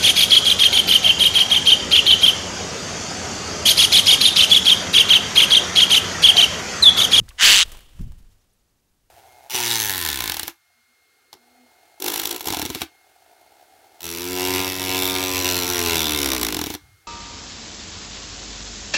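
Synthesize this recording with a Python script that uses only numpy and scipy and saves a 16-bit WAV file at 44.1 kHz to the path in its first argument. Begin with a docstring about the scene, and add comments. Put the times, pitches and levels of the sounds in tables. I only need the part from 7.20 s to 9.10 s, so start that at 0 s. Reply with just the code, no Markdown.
"""A jay gives one harsh screech as it takes off from a fallen trunk, overloading a nearby microphone.
The call follows the source-filter principle: the syrinx emits a fast train of noisy puffs, the throat's
resonances shape it, and the wood echoes it. Feathers rustle, swish and tick, and the wings' draught
buffets the microphone. Faint rising whistles then fade into still air and the camera's own hiss."""
import sys
import numpy as np
from scipy import signal
from scipy.fft import rfft, irfft, next_fast_len
from scipy.io import wavfile
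from scipy.ndimage import map_coordinates

SR = 44100
rng = np.random.default_rng(int(sys.argv[2]) if len(sys.argv) > 2 else 0)


def wrap_up_sound(samples):
    """Save the sound to the file named by the first command line argument, as 16-bit audio."""
    columns = np.atleast_2d(samples).T
    # keep every value between -1 and 1, then stretch to whole-number steps
    tamed = np.clip(columns, -1, 1)
    steps = np.round(tamed * 32767).astype(np.int16)
    wavfile.write(sys.argv[1], SR, steps)


N = 83790
T = np.arange(N) / SR


def amp(db):
    """Amplitude ratio of a level in decibels."""
    return 10 ** (np.asarray(db) / 20)


def unit(x):
    """Normalisation to an rms of 1."""
    return x / np.sqrt(np.mean(x ** 2) + 1e-20)


def along(points, hz):
    """Interpolation of (frequency [Hz], value) points on a logarithmic frequency axis."""
    f, v = np.transpose(points)
    return np.interp(np.log(hz + 1), np.log(f + 1), v)


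def curves(rows):
    """Linear interpolation in time: one value per sample for each column after the first."""
    times, *columns = np.transpose(rows)
    return [np.interp(T, times, column) for column in columns]


def wobble(rate):
    """Smooth random modulation: a spline through `rate` Gaussian knots a second."""
    return map_coordinates(rng.standard_normal(int(N * rate / SR) + 4), [T * rate])


def filtered(x, response):
    """Linear filtering: the spectrum of x times a frequency response."""
    size = next_fast_len(N + SR // 2)
    return irfft(rfft(x, size) * response(np.fft.rfftfreq(size, 1 / SR)), size)[:N]


def noise(colour):
    """Spectral shaping: noise of rms 1 with a (frequency [Hz], level [dB]) spectrum."""
    return unit(filtered(rng.standard_normal(N), lambda hz: amp(along(colour, hz))))


def noise_floor(hiss_db=-68.5, whine_hz=14190, whine_db=-89):
    """Stationary noise of still air and electronics, with a thin amplitude-modulated whine."""
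    # spectrum of air and hiss: (frequency [Hz], relative level [dB])
    colour = [(12, -8), (30, -1.5), (98, -5), (300, -12), (560, -17.5), (1100, -21.5), (2200, -24),
              (6500, -24.5), (13900, -27), (15500, -32.5)]
    hiss = amp(hiss_db) * noise(colour)
    whine = amp(whine_db) * wobble(90) * np.sin(2 * np.pi * whine_hz * T)
    return hiss + whine


def feather_rustle(flutter_db=2.0):
    """Friction noise: feathers give a broad spectrum under an uneven envelope."""
    # envelope of the rustle: (time [s], level [dB])
    envelope = [(0, -60.5), (.16, -57.5), (.25, -49.5), (.46, -50), (.58, -51), (.64, -60.5), (.73, -61.5),
                (.79, -59), (.85, -63), (1.0, -65.5), (1.25, -74.5), (1.6, -90)]
    # spectrum of the rustle: (frequency [Hz], relative level [dB])
    colour = [(100, 1.5), (500, 3), (1200, -0.5), (3000, -3), (7000, -5), (11000, -8), (15500, -11.5)]
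    return noise(colour) * amp(curves(envelope)[0] + flutter_db * wobble(110))


def wing_draught():
    """Turbulent pressure fluctuation: air moved by the wings rumbles on the microphone."""
    # envelope of the draught: (time [s], level [dB])
    envelope = [(0, -42), (.06, -43), (.1, -55), (.13, -51), (.19, -55), (.26, -38), (.42, -41.5),
                (.53, -43), (.62, -51), (.69, -54), (.75, -46), (.81, -32), (.89, -33), (.95, -43.5),
                (1.09, -50), (1.19, -65), (1.5, -73.5)]
    # spectrum of the draught: (frequency [Hz], relative level [dB])
    colour = [(12, -1.5), (30, 1.5), (60, -5.5), (110, -16), (200, -26), (400, -43.5), (1000, -67.5),
              (3000, -100)]
    return noise(colour) * amp(curves(envelope)[0])


def wing_gusts(rise_s=.0064):
    """Transient turbulence: each stronger gust from the wings grows and decays exponentially."""
    # gusts on the microphone: (peak time [s], level [dB], 60 dB decay time [s])
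    gusts = [(.002, -27, 0.134), (.806, -29, 0.16), (.862, -36.5, 0.15), (1.005, -47, 0.24)]
    # spectrum of the gusts: (frequency [Hz], relative level [dB])
    colour = [(20, -6.5), (50, -0.5), (100, -0.5), (170, -10), (290, -19), (480, -37.5), (1200, -66),
              (3000, -100)]
    envelope = np.zeros(N)
    for time, db, t60 in gusts:
        rise = np.exp(np.minimum(T - time, 0) / rise_s)
        envelope += rise * amp(db - 60 * np.maximum(T - time, 0) / t60)
    return noise(colour) * envelope


def wing_pushes():
    """Compression, then rarefaction: a close wing stroke sends out a Gaussian-derivative pulse."""
    # pressure pulses: (centre time [s], peak level [dB], time from centre to peak [s])
    pushes = [(0.015, -29, 0.0012), (0.098, -37, 0.0036), (.529, -40, 0.0057), (.8, -29, 0.0029),
              (.811, -24, 0.0014), (0.837, -27, 0.0049)]
    out = np.zeros(N)
    for time, db, width in pushes:
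        lead = (time - T) / width
        out += amp(db) * lead * np.exp(.5 - .5 * lead ** 2)
    return out


def wing_swishes():
    """Aerodynamic noise: each swish is a burst, Gaussian in time and in log frequency."""
    # swishes: (time [s], level [dB], half-length [s], band centre [Hz], band half-width [octaves])
    swishes = [(0.084, -47, 0.0016, 1670, 0.82), (0.094, -47, .005, 5000, 0.93),
               (0.091, -38.5, 0.001, 4503, 0.96), (.108, -45, 0.0019, 2700, 0.23),
               (0.115, -52, .005, 1400, .45), (.524, -45.5, .0035, 6035, 1.8),
               (.549, -47.5, 0.003, 1000, 1.53), (0.794, -54.5, 0.0035, 1197, 1.72),
               (0.819, -54, 0.0038, 4504, 2.1), (0.923, -64.5, .006, 850, 0.42),
               (0.991, -62.5, 0.0077, 6000, 1.3), (1.125, -68, 0.015, 5000, 1.35),
               (1.336, -67.5, .003, 9800, 0.24)]
    out = np.zeros(N)
    for time, db, length, centre_hz, octaves in swishes:
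        air = filtered(rng.standard_normal(N),
                       lambda hz: np.exp(-.5 * (np.log2((hz + 1) / centre_hz) / octaves) ** 2))
        out += amp(db) * unit(air) * np.exp(-.5 * ((T - time) / length) ** 2)
    return out


def syrinx(first_puff_s=.1811, jitter_cycles=.06, sharpness=2.8, scatter_db=1):
    """Periodic modulation of airflow: each cycle is a snap and a puff of noise, at a sagging rate."""
    # pulsation of the syrinx: (time [s], puff rate [Hz])
    pulse_rate = [(.18, 235.6), (.215, 236.7), (.25, 223.7), (.29, 215.9), (.32, 204.7), (.35, 204.4),
                  (.38, 191.4), (.41, 172), (.44, 168)]
    # rasp: (time [s], hiss between puffs relative to a puff [dB], noise share of the power [0-1])
    rasp = [(.18, -13, .6), (.22, -6.5, 0.9), (.26, -7, 0.92), (.33, -10.5, .9), (.38, -17, 0.9),
            (.405, -11, .9), (.428, -1.5, 0.88)]
    between_db, roughness = curves(rasp)
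    cycles = np.cumsum(curves(pulse_rate)[0]) / SR
    cycles = cycles - np.interp(first_puff_s, T, cycles) + jitter_cycles * wobble(200)
    gate = np.abs(np.cos(np.pi * cycles)) ** sharpness + amp(between_db)
    puffs = unit(gate * rng.standard_normal(N))
    snaps = unit(np.diff(np.floor(cycles), prepend=np.floor(cycles[0])))
    source = np.sqrt(roughness) * puffs + np.sqrt(1 - roughness) * snaps
    return source * amp(scatter_db * wobble(200))


def throat(source, resonances, low_edge_hz=560, size=2048):
    """Formant filtering: the throat rings as a minimum-phase filter above a steep low edge."""
    cepstrum = irfft(np.log(amp(along(resonances, np.fft.rfftfreq(size, 1 / SR)))))
    causal_cepstrum = cepstrum * (1 + np.sign(np.fft.fftfreq(size)))
    ring = irfft(np.exp(rfft(causal_cepstrum)))
    high_pass = signal.butter(4, low_edge_hz, 'high', fs=SR, output='sos')
    return unit(signal.sosfilt(high_pass, signal.fftconvolve(source, ring)[:N]))


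def screech(opening_s=(.205, .235), closing_s=(.32, .38), treble_hz=9026):
    """Source-filter voice: the syrinx drives throat resonances that change as the beak moves."""
    # throat response, beak opening: (frequency [Hz], relative gain [dB])
    throat_opening = [(500, -32), (800, -16), (1300, -11.5), (1700, -3), (2150, -2.5), (2400, -10.5),
                      (2980, 1), (3500, -10), (4500, -12.5), (6800, -11), (8600, -21), (10000, -18.5),
                      (11500, -31), (15500, -32.5)]
    # throat response at full cry: (frequency [Hz], relative gain [dB])
    throat_full = [(500, -29), (850, -21.5), (1350, -14.5), (1700, -6), (2350, -6), (2980, 0.5),
                   (3450, -2.5), (4000, -7.5), (4600, -3.5), (5300, -12), (6100, -8), (6900, -13),
                   (7600, -9), (8600, -21), (10100, -17.5), (11200, -25), (14000, -24.5), (15500, -31)]
    # throat response, beak closing: (frequency [Hz], relative gain [dB])
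    throat_closing = [(500, -33), (800, -23), (1300, -16.5), (1650, -12), (2350, -8.5), (2750, -1.5),
                      (3120, -1), (3900, -3), (5200, -12), (6300, -8.5), (7600, -11), (8600, -17.5),
                      (10200, -17.5), (11500, -27.5), (15500, -31)]
    # treble shelf of the voice: (time [s], gain [dB])
    shelf = [(.18, -14), (.22, -1), (.33, 0.5), (.4, -1), (.432, -14.5)]
    # vocal effort: (time [s], level [dB])
    effort = [(.177, -48), (.186, -32), (.2, -19.5), (.216, -11.5), (.25, -5.5), (.29, -5.5), (.35, -6),
              (.405, -8.5), (.43, -13), (.437, -30), (.447, -54)]
    source = syrinx()
    opening = np.interp(T, opening_s, [1, 0])
    closing = np.interp(T, closing_s, [0, 1])
    voice = (opening * throat(source, throat_opening)
             + (1 - opening - closing) * throat(source, throat_full)
             + closing * throat(source, throat_closing))
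    treble = filtered(voice, lambda hz: hz ** 4 / (hz ** 4 + treble_hz ** 4))
    voice += (amp(curves(shelf)[0]) - 1) * treble
    calling = (T > effort[0][0]) & (T < effort[-1][0])
    return voice * amp(curves(effort)[0]) * calling


def wood_echo(call, echo_db=-40.5, build_s=.03):
    """Reverberation: sound scattered by the trees builds up, then each band decays at its own rate."""
    # reverberation time of the wood: (frequency [Hz], 60 dB decay time [s])
    t60 = [(300, 0.36), (3000, 1.18), (6000, 0.35), (12000, 1.32)]
    # spectrum of the echo before it decays: (frequency [Hz], relative level [dB])
    colour = [(300, 0.5), (1500, -3.5), (2600, -3.5), (3500, -0.5), (5500, -1.5), (14000, -6.5)]
    hz, t, spectra = signal.stft(rng.standard_normal(N), SR, nperseg=256)
    decay = amp(along(colour, hz)[:, None] - 60 * t / along(t60, hz)[:, None])
    build_up = 1 - np.exp(-t / build_s)
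    tail = signal.istft(spectra * decay * build_up, SR, nperseg=256)[1]
    return amp(echo_db) * signal.fftconvolve(call, tail / np.linalg.norm(tail))[:N]


def dry_ticks(t60_s=.0092):
    """Heavily damped transients: feathers and bark tick in noise bursts that decay exponentially."""
    # ticks: (time [s], level [dB])
    ticks = [(0.4936, -44), (0.5184, -34), (0.5217, -38), (.571, -38.5), (0.5908, -39.5), (.607, -42.5),
             (.814, -47), (.9205, -45)]
    # spectrum of a tick: (frequency [Hz], relative level [dB])
    colour = [(200, -2), (1500, 0.5), (6000, -2), (11000, -2.5), (15500, -6)]
    envelope = sum(amp(db - 60 * np.abs(T - time) / t60_s) * (T >= time) for time, db in ticks)
    return noise(colour) * envelope


def whistles(count=7, start_s=1.102, period_s=.094, length_s=.032, first_db=-72, fade_db=1.3):
    """Frequency modulation: thin two-tone upward glides, each fainter than the last."""
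    # tones of a whistle: (start frequency [Hz], end frequency [Hz], delay [s], glide exponent [-])
    tones = [(3300, 6700, .007, 1.5), (5100, 7000, -.005, .8)]
    out = np.zeros(N)
    for start_hz, end_hz, delay, bend in tones:
        drift = 1 + .03 * wobble(65) + .02 * wobble(1500)  # slow waver and fast blur of the pitch
        for k in range(count):
            progress = np.clip((T - start_s - k * period_s - delay) / length_s, 0, 1)
            hz = (start_hz + (end_hz - start_hz) * progress ** bend) * drift
            envelope = amp(first_db - k * fade_db) * np.sqrt(4 * progress * (1 - progress))
            out += envelope * np.sin(2 * np.pi * np.cumsum(hz) / SR)
    return out


def scene():
    """Superposition in one channel: the bird close by, the wood behind it."""
    call = screech()
    echo = wood_echo(call)
    feathers = feather_rustle() + wing_swishes() + dry_ticks()
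    moving_air = wing_draught() + wing_gusts() + wing_pushes()
    return (call + echo + feathers + moving_air + whistles() + noise_floor())[None]


def record(dry):
    """Saturation and band limiting: the camera flattens the loudest peaks and cuts the top treble."""
    ceiling, hardness, band_limit_hz = .67, 9.6, 15700
    clipped = dry[0] / (1 + np.abs(dry[0] / ceiling) ** hardness) ** (1 / hardness)
    return filtered(clipped, lambda hz: hz < band_limit_hz)[None]


dry = scene()
out = record(dry)
wrap_up_sound(out)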